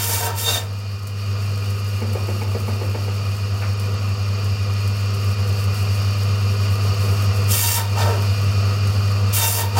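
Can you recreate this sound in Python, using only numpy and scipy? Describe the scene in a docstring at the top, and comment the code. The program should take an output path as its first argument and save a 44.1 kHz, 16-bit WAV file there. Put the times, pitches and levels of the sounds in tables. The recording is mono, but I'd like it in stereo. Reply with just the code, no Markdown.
"""First a butcher's bandsaw rasps through meat on the bone, close by in a hard-walled workroom: chips make the rasp,
resonances and the tooth tone make the blade's free span chatter and ring, and the blade squeals once.
Under it tones make the motor hum and throb, and coloured noise makes the band whirr; both are quieter during cuts.
Between cuts: bursts of noise for wet ticks and one short scuff, low modes for a scrap knocking round with the wheel.
In the later cuts the slice comes away with a judder of falling pitch."""
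import sys
import numpy as np
from scipy import signal
from scipy.fft import rfft, irfft, next_fast_len
from scipy.io import wavfile
from scipy.ndimage import map_coordinates

SR = 44100
rng = np.random.default_rng(int(sys.argv[2]) if len(sys.argv) > 2 else 0)


def store_pcm(level_fs):
    """Save levels as 16-bit WAV."""
    pcm = np.round(np.clip(level_fs, -1, 1) * 32767).astype(np.int16)
    wavfile.write(sys.argv[1], SR, np.atleast_2d(pcm).T)


N = 431738


def amp(db):
    """Decibels to gain."""
    return 10 ** (np.asarray(db) / 20)


def unit(x):
    """Scale to rms 1."""
    return x / np.sqrt(np.mean(x ** 2) + 1e-20)


def along(points, hz):
    """(Hz, value) points read on a log frequency axis."""
    f, v = np.transpose(points)
    return np.interp(np.log(hz + 1), np.log(f + 1), v)


def curves(rows):
    """One value per sample for each column after the time."""
    s, *cols = np.transpose(rows)
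    return [np.interp(np.arange(N) / SR, s, c) for c in cols]


def wobble(rate):
    """A smooth random curve, rate knots a second."""
    count = int(N * rate / SR) + 4
    # a spline through the knots, read at eight points per knot
    fine = np.arange(count * 8) / 8
    smooth = map_coordinates(rng.standard_normal(count), [fine])
    return np.interp(np.arange(N) * rate / SR, fine, smooth)


def filtered(x, response):
    """x passed through a response given as a function of frequency."""
    m = next_fast_len(N + SR // 2)
    return irfft(rfft(x, m) * response(np.fft.rfftfreq(m, 1 / SR)), m)[:N]


def noise(spectrum):
    """Noise of rms 1 with the given colour."""
    return unit(filtered(rng.standard_normal(N), lambda f: amp(along(spectrum, f))))


def tone(hz):
    """A sine of rms 1 that follows a pitch curve."""
    return np.sqrt(2) * np.sin(2 * np.pi * np.cumsum(hz) / SR)


def add(track, s, sound):
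    """Mix a sound into the track at time s."""
    part = track[round(s * SR):][:len(sound)]
    part += sound[:len(part)]


def resonances(modes, f):
    """Summed response of (Hz, width Hz, dB) resonances."""
    return sum(amp(db) * 1j * f * w / (c * c - f * f + 1j * f * w) for c, w, db in modes)


def envelope(start, length, shape):
    """Gain that rises to the start, tilts through the hold (1 at its middle) and dies away."""
    attack, db_per_s, t60 = shape
    gain = np.zeros(N)
    first = max(0, int((start - attack) * SR))
    last = min(N, int((start + length + 2 * t60) * SR))
    i = np.arange(first, last)
    t = i / SR - start
    rise = np.clip(1 + t / attack, 0, 1) ** 2
    tilt_db = db_per_s * (np.clip(t, 0, length) - length / 2)
    decay_db = -60 * np.maximum(t - length, 0) / t60
    gain[i] = rise * amp(tilt_db + decay_db)
    return gain


def chips(rate, scatter_db, life):
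    """Teeth break off chips at uneven moments, each a burst of its own size that fades over its life (s)."""
    bites = (rng.random(N) < rate / SR) * amp(scatter_db * rng.standard_normal(N))
    force = signal.fftconvolve(bites, np.exp(-np.arange(SR // 50) / SR / life))[:N]
    return force * rng.standard_normal(N)


# The hum and whirr between cuts. Each row: time in seconds, level in dB before ducking and gains.
FREE_RUNNING = [(0.3, -22), (1.06, -25.5), (1.31, -20.5), (2.8, -20.5), (7.4, -15.5), (9.3, -16.5)]
DUCK_DB, DUCK_IN_S, DUCK_OUT_S = 5.5, 0.094, 0.12  # depth in the loudest cut, time to sink, time to return
DUCK_HOLD_S = 0.092  # the level stays down this long after a cut


def background_level():
    """Level in dB: the hum and whirr grow quieter during each cut, more in a louder one, then return."""
    t = np.arange(N) / SR
    duck = np.zeros(N)
    for s, length, _, rasp_db, *_ in CUTS:
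        sinking = (t - s) / DUCK_IN_S
        returning = 1 - (t - s - length - DUCK_HOLD_S) / DUCK_OUT_S
        duck += np.clip(np.minimum(sinking, returning), 0, 1) * amp(rasp_db)
    return curves(FREE_RUNNING)[0] - DUCK_DB * (duck / duck.max()) ** 2


# Hum and shaft tones. Each row: pitch in Hz, relative level in dB, scale of the pitch wander in Hz.
HUM_TONES = [(100.2, -1, 0.085), (199.8, -22, 0.605), (88.8, -18, 1.16), (60.8, -34, 0.36),
             (221.6, -28, 2.01)]
# Tight spots in each lap of the band. Each row: place as share of the lap, typical dip of the hum in dB,
# half-width (to 1/e) as share of the lap.
TIGHT_SPOTS = [(.03, 4, 0.052), (.16, 2.5, 0.079), (.485, 6, 0.041), (.56, 3, 0.042), (.76, 2.5, 0.078)]
LAP_HZ = 2.519  # laps of the band a second


def motor(throb_db=0.38, uneven=0.18, gain_db=0.98):
    """Hum and shaft tones throb, sagging at each tight spot of the circling band."""
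    lap = np.arange(N) / SR * LAP_HZ
    sag_db = np.zeros(N)
    for at, db, width in TIGHT_SPOTS:
        from_spot = (lap - at + .5) % 1 - .5
        sag_db += db * np.exp(-(from_spot / width) ** 2)
    swing_db = throb_db * wobble(17) - sag_db * (1 + uneven * wobble(6.9))
    # each sag also pulls the phase, so the side tones lie below the hum
    throb = np.conj(amp(signal.hilbert(swing_db, next_fast_len(N))[:N]))
    lines = np.zeros(N, complex)
    for hz, db, wander in HUM_TONES:
        lines += amp(db) * np.exp(2j * np.pi * np.cumsum(hz + wander * wobble(3)) / SR)
    return amp(background_level() + gain_db) * np.sqrt(2) * np.real(throb * lines)


def steel_table(x, ring_db=-6, t60=0.12):
    """The sheet-steel table adds a thicket of short-lived modes, made as decaying noise."""
    t = np.arange(SR // 5) / SR
    modes = rng.standard_normal(len(t)) * amp(-60 * t / t60)
    return unit(x + amp(ring_db) * signal.fftconvolve(x, modes / np.linalg.norm(modes))[:N])


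# Whirr of the rubbing band. Each row: frequency in Hz, relative level in dB per Hz.
WHIRR_COLOUR = [(880, -42), (1500, -23), (1550, -8), (1980, -10), (2250, -12.5), (2390, -14.5),
                (2770, -2.5), (3250, -12.5), (3890, -13.5), (4220, -4.5), (4650, -3.5), (5650, -8.5),
                (6000, -18), (6570, -11), (9000, -29), (11700, -38), (19800, -120)]
# Rumble of wheels and housing. Each row: frequency in Hz, relative level in dB per Hz.
HOUSING_COLOUR = [(25, -22), (55, -13), (85, -18), (135, 2), (170, -4), (215, -2.5), (255, -6), (310, -8.5),
                  (375, -3), (490, -3.5), (600, -7), (800, -9.5), (1230, -5), (1450, -11.5), (1700, -26),
                  (2600, -54)]
# The band's resonances between its guides. Each row: centre in Hz, width in Hz, relative level in dB.
GUIDE_MODES = [(2466, 78, -1.5), (2690, 33, -6), (2863, 81, -4), (3653, 76, -10.5), (4320, 62, -11.5),
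               (4613, 51, -4), (5515, 52, -5)]
# Bearing tones. Each row: mean pitch in Hz, relative level in dB.
BEARING_TONES = [(500.5, -12.5), (958, -18.5), (1249, -12.5), (1350, -16.5), (1453, -18), (2408, -16),
                 (2461, -14), (2677, -12.5), (2852, -17.5), (4323, -21), (4610, -21), (5566, -19.5),
                 (6379, -24)]


def running_band(below_hum_db=-18, frame_db=1, whirr_db=-2, guides_db=-6, flutter_db=0.5):
    """The band rubs its guides and shakes the housing; wheel bearings whine. All rise and fall with the hum."""
    level_db = background_level()
    steel = unit(filtered(rng.standard_normal(N), lambda f: resonances(GUIDE_MODES, f)))
    rub = amp(whirr_db) * steel_table(noise(WHIRR_COLOUR)) + amp(guides_db + 1.17 * wobble(12)) * steel
    housing = amp(frame_db + 0.92 * wobble(14)) * steel_table(noise(HOUSING_COLOUR))
    whine = np.zeros(N)
    for hz, db in BEARING_TONES:
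        whine += amp(db + 2.35 * wobble(25)) * tone(hz + np.sqrt(hz) / 5 * wobble(70))
    return amp(level_db + below_hum_db) * (amp(flutter_db * wobble(22)) * rub + housing + whine)


# Fine hiss of the wet band. Each row: time in seconds, level in dB relative to the background level.
WET_LEVEL = [(0.9, -30.5), (2.5, -25.5), (3.4, -30), (4.7, -32), (5.65, -26), (6.4, -29.5), (7.25, -26.5),
             (8.6, -30.5)]
# Colour of hiss and specks. Each row: frequency in Hz, relative level in dB per Hz.
HISS_COLOUR = [(4120, -5), (7000, 1), (10100, 0), (15100, -1), (15700, -3)]


def wet_band(hiss_db=0.0, specks_db=-4.0):
    """Moisture hisses on the steel and specks of meat tick through the guides."""
    level_db = background_level() + curves(WET_LEVEL)[0]
    bursts = chips(rate=120, scatter_db=6, life=0.0037)
    specks = unit(filtered(bursts, lambda f: amp(along(HISS_COLOUR, f))))
    hiss = amp(hiss_db + 2.7 * wobble(25)) * noise(HISS_COLOUR)
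    return amp(level_db) * (hiss + amp(specks_db) * specks)


# Modes of the blade's free span. Each row: centre in Hz, width in Hz, level in dB over the broad response.
BLADE_MODES = [(467, 24, 11.5), (705, 110, 1.5), (971, 78, 7.5), (1324, 29, 9.5), (1544, 35, 2.5),
               (1823, 36, 13), (2306, 53, 10.5), (2748, 34, 16), (3106, 160, 5), (3640, 47, 7),
               (4620, 53, 13.5), (5070, 92, 8.5), (5460, 90, 10), (6020, 87, 8), (6610, 130, 6),
               (7310, 140, 7.5), (8220, 53, 5), (8580, 56, 10), (9580, 70, 6), (10130, 37, -3)]


def blade_span(x, spectrum):
    """The free span of the blade rings in its modes on top of a broad response."""
    return unit(filtered(x, lambda f: amp(along(spectrum, f)) * (1 + resonances(BLADE_MODES, f))))


TOOTH_HZ = 924  # teeth passing a second, on average


def tooth_tone(waver_hz=16, flicker_db=2.5, octave_db=-14):
    """The teeth catch unevenly, so their tone and its octave are rough."""
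    pitch = TOOTH_HZ + waver_hz * wobble(160)
    octave = amp(octave_db + 1.7 * wobble(60)) * tone(2 * pitch)
    return amp(flicker_db * wobble(60)) * (tone(pitch) + octave)


# Cuts through bone. Each row: start in seconds, length in seconds, time to enter in seconds, then levels in dB
# before each part's own gain: rasp of the teeth, deeper bite, blade chatter, blade ring.
CUTS = [(0.0, 0.27, 0.02, -25.5, -32.5, -36.5, -37.5), (0.381, 0.192, 0.049, -28.5, -37.5, -41.5, -49),
        (7.521, 0.26, 0.068, -21.5, -31, -43, -41.5), (9.334, 0.28, 0.011, -22.5, -36.5, -40, -41)]
# Colours of the teeth's rasp, the deeper bite and the blade's chatter.
# Each row: frequency in Hz, relative level in dB per Hz.
RASP_COLOUR = [(1000, -37), (2500, -7), (4000, -9), (5500, -4.5), (7500, -2), (10500, -0.5), (13000, 3),
               (16500, 2)]
BITE_COLOUR = [(500, -10), (1200, -1.5), (2000, 1), (2800, -3.5), (3800, 3.5), (4700, -2), (6500, -3),
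               (12000, -17)]
CHATTER_COLOUR = [(150, -18), (300, -5.5), (480, -0.5), (690, 2), (1000, -5), (1500, -1.5), (2200, -21.5),
                  (4500, -28), (9000, -45)]
# How the rasp moves: change while in the bone in dB per s, release t60 in seconds.
RASP_SHAPE = (-12, 0.095)
# How the other parts move: attack in seconds, change while in the bone in dB per s, release t60 in seconds.
BITE_SHAPE = (0.05, 0, 0.36)
CHATTER_SHAPE = (0.042, 18, 0.41)
RING_SHAPE = (0.06, 32, 0.8)


def cutting(rasp_gain_db=1.23, bite_gain_db=1, chatter_gain_db=2.0, ring_gain_db=-0.5, shove_db=-26, uneven_db=0.5):
    """The teeth rasp hardest on entering the bone; deeper in, the blade's span chatters and rings more and more."""
    parts = np.zeros((4, N))
    for s, length, enter, *levels in CUTS:
        shapes = (enter, *RASP_SHAPE), BITE_SHAPE, CHATTER_SHAPE, RING_SHAPE
        parts += [amp(db) * envelope(s, length, shape) for db, shape in zip(levels, shapes)]
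    rasp, bite, chatter, ring = parts
    dust = blade_span(chips(rate=6000, scatter_db=1.5, life=0.00064), RASP_COLOUR)
    dust *= amp(rasp_gain_db + 0.95 * wobble(35))
    splinters = blade_span(chips(rate=2700, scatter_db=6, life=0.00051), BITE_COLOUR)
    splinters *= amp(bite_gain_db + uneven_db * wobble(25))
    shake = blade_span(chips(rate=1200, scatter_db=5.0, life=0.0016), CHATTER_COLOUR)
    shake *= amp(chatter_gain_db + uneven_db * wobble(25))
    # low rumble of the push
    shove = amp(shove_db) * noise([(15, -10), (40, -13), (80, 9), (300, -38), (1000, -90)])
    singing = ring * amp(ring_gain_db) * tooth_tone()
    return rasp * (dust + shove) + bite * splinters + chatter * shake + singing


# The teeth snag on denser bone. Each row: time in seconds, then levels in dB before each part's own gain:
# splinters, blade chatter, blade ring.
SNAGS = [(0.135, -32, -46, -33), (0.23, -46, -35, -40), (0.285, -50, -39, -35), (0.488, -32, -28.5, -45),
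         (0.555, -31, -38.5, -42), (7.645, -49, -46, -32), (7.79, -33, -34.5, -27.5),
         (8.015, -31, -31.5, -26), (9.39, -29, -33, -46), (9.435, -28.5, -51, -31.5),
         (9.605, -31.5, -34, -25)]
SNAG_S, SNAG_SHAPE = 0.018, (0.028, 0, 0.23)  # length (s); (attack s, dB per s, release t60 s)


def snags(splinter_db=0, chatter_db=1.5, ring_db=-2):
    """A snag tears off a spray of splinters, jolts the blade and makes it sing at the tooth rate."""
    parts = np.zeros((3, N))
    for s, *levels in SNAGS:
        parts += amp(levels)[:, None] * envelope(s - SNAG_S / 2, SNAG_S, SNAG_SHAPE)
    splinters, chatter, ring = parts
    spray = blade_span(chips(rate=4000, scatter_db=4.5, life=0.00038), BITE_COLOUR)
    jolt = blade_span(chips(rate=2500, scatter_db=5, life=0.0011), CHATTER_COLOUR)
    singing = amp(ring_db) * ring * tooth_tone()
    return amp(splinter_db) * splinters * spray + amp(chatter_db) * chatter * jolt + singing


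# The squeal: start in seconds, length in seconds, level in dB before the gains of shriek and grind.
SQUEAL = (0.485, 0.09, -24)
# How it moves: attack in seconds, change in dB per s, release t60 in seconds.
SQUEAL_SHAPE = (0.082, -105, 0.13)
# Its partials. Each row: multiple of the pitch, relative level in dB.
SQUEAL_PARTIALS = [(0.749, -12), (1, 0.5), (1.249, -10), (1.501, -19), (1.75, -12), (1.999, -9),
                   (2.499, -18), (2.75, -19), (3, -25), (3.75, -25)]
SQUEAL_HZ = 3686  # about four times the tooth rate


def squeal(gain_db=-2.0, rough_hz=58, grind_db=-9):
    """Pinched in the kerf, the blade shrieks in rough, wavering partials and grinds along the bone."""
    s, length, level_db = SQUEAL
    shriek = np.zeros(N)
    for k, db in SQUEAL_PARTIALS:
        shriek += amp(db + 0.96 * wobble(177)) * tone(k * SQUEAL_HZ + rough_hz * wobble(500))
    grind = noise([(2000, -27), (3100, -3), (3700, 0), (4600, 1), (7500, -4), (12000, -21)])
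    swell = amp(level_db) * envelope(s, length, SQUEAL_SHAPE)
    return swell * (amp(gain_db) * shriek + amp(grind_db) * grind)


# Clear wet ticks of meat and of scraps on the blade. Each row: time in seconds, level in dB before the tick gain.
TICKS = [(1.0705, -32.5), (1.7045, -34), (2.1311, -32.5), (2.6, -33), (3.797, -32), (4.4433, -33),
         (4.8763, -32), (5.7448, -33), (8.8717, -31.5)]
# The scuff: start in seconds, length in seconds, level in dB.
SCUFF = (3.625, 0.02, -33)
# How it moves: attack in seconds, change in dB per s, release t60 in seconds.
SCUFF_SHAPE = (0.02, -150, 0.16)


def handling(tick_db=-2, tick_t60=0.065):
    """Moist meat ticks as it peels from hands and steel, in decaying noise bursts; something scuffs once."""
    bursts, t = np.zeros(N), np.arange(SR // 8) / SR
    for s, db in TICKS:
        add(bursts, s, amp(db + tick_db - 60 * t / tick_t60))
    ticks = bursts * noise([(1500, -26), (5000, 0.5), (8000, -1), (14000, -3.0)])
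    s, length, db = SCUFF
    scrape = noise([(100, -17), (300, -2), (900, -1), (1900, -2), (2500, 1), (3200, -15), (8000, -40)])
    return ticks + amp(db) * envelope(s, length, SCUFF_SHAPE) * scrape


# What the knocks ring with. Each row: pitch in Hz, typical relative level in dB, t60 in seconds.
KNOCK_MODES = [(218.5, -13, 0.3), (374, -7, 0.045), (420, -7, 0.042), (471, -4.5, 0.074), (540, -18, 0.019),
               (690, -11, 0.036), (868, -8.5, 0.057), (2230, -12.5, 0.037)]
KNOCK_START_S, KNOCK_DB, WHEEL_HZ = 2.016, -15, 7.54  # first knock, gain of all knocks, wheel turns a second
KNOCK_LAST_DB = -2.5  # the last knock is weaker than the others as the scrap falls off


def knocks(count=9, attack=0.0056, scatter_db=2.5, squash_db=-11.5, squash_t60=0.14):
    """Once a wheel turn the scrap is squashed under the band: a soft puff and the same low modes at new strengths."""
    ringing, puffs, t = np.zeros(N), np.zeros(N), np.arange(SR // 3) / SR
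    for turn in range(count):
        s = KNOCK_START_S + turn / WHEEL_HZ
        blow = amp(KNOCK_LAST_DB * (turn == count - 1)) * (1 - np.exp(-t / attack))
        ring = np.zeros(len(t))
        for k, (hz, level, t60) in enumerate(KNOCK_MODES):
            strength = amp(level + rng.normal(0, scatter_db) - 60 * t / t60)
            # neighbouring modes start in opposite directions
            ring += (-1) ** k * strength * np.sin(2 * np.pi * hz * t)
        add(ringing, s, blow * ring)
        add(puffs, s, blow * amp(squash_db - 60 * t / squash_t60))
    air = noise([(120, -17), (260, -7), (480, 2.5), (850, -7.5), (1300, -14), (2400, -17), (4000, -38)])
    return amp(KNOCK_DB) * (ringing + puffs * air)


# The slice comes away from the blade. Each row: start in seconds, length in seconds,
# judder level in dB before the gains of its parts.
PARTINGS = [(7.984, 0.125, -29), (9.78, 0.14, -24)]
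# How the judder moves: attack in seconds, change in dB per s, release t60 in seconds.
PARTING_SHAPE = (0.057, 10, 0.43)
JUDDER_HZ, JUDDER_OCTAVES_PER_S = 850, 7.5  # pitch at first, and its fall as the slice loosens


def parting(ring_db=-3, flap_db=-2.5, flap_width_hz=75, crumbs_db=-10, dust_db=-11, crumbs_shape=(0.05, -60, 0.35)):
    """The last of the bone crumbles; the loose slice judders against the blade at a falling pitch."""
    track, t = np.zeros(N), np.arange(N) / SR
    shake = blade_span(chips(rate=2500, scatter_db=-1, life=0.0014), CHATTER_COLOUR)
    shake += amp(ring_db) * tooth_tone()
    teeth = chips(rate=4000, scatter_db=3.5, life=0.0004)
    crumbs = amp(crumbs_db) * blade_span(teeth, BITE_COLOUR) + amp(dust_db) * blade_span(teeth, RASP_COLOUR)
    for s, length, db in PARTINGS:
        # the pitch falls one octave and stays there
        pitch = JUDDER_HZ * 2 ** -np.clip(JUDDER_OCTAVES_PER_S * (t - s), 0, 1.0)
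        flap = amp(flap_db) * wobble(2 * flap_width_hz) * tone(pitch)
        judder = envelope(s, length, PARTING_SHAPE) * (shake + flap)
        track += amp(db) * (judder + envelope(s, length, crumbs_shape) * crumbs)
    return track


# The workroom's tail. Each row: frequency in Hz, t60 in seconds.
ROOM_T60 = [(100, 0.84), (1000, 0.37), (5000, 0.15), (15000, 0.26)]


def workroom(x, wet_db):
    """Hard walls add a short tail of decaying noise, 5 ms late, that lasts longest in the bass."""
    hz, t, z = signal.stft(rng.standard_normal(SR // 2), SR, nperseg=256)
    decay = amp(-60 * t / along(ROOM_T60, hz)[:, None])
    tail = signal.istft(z * decay, SR, nperseg=256)[1]
    late = np.pad(x, (SR // 200, 0))
    return x + amp(wet_db) * signal.fftconvolve(late, tail / np.linalg.norm(tail))[:N]


def scene():
    """Saw and hands, heard from one point beside the table, the same in both channels."""
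    work = workroom(cutting() + snags() + squeal() + handling() + knocks() + parting(), wet_db=-5.5)
    mono = motor() + running_band() + wet_band() + work
    return np.array([mono, mono])


TOP_HZ = 15800  # top of the sound's band


def record(dry):
    """Nothing is kept above TOP_HZ."""
    return np.array([filtered(channel, lambda hz: hz < TOP_HZ) for channel in dry])


dry = scene()
out = record(dry)
store_pcm(out)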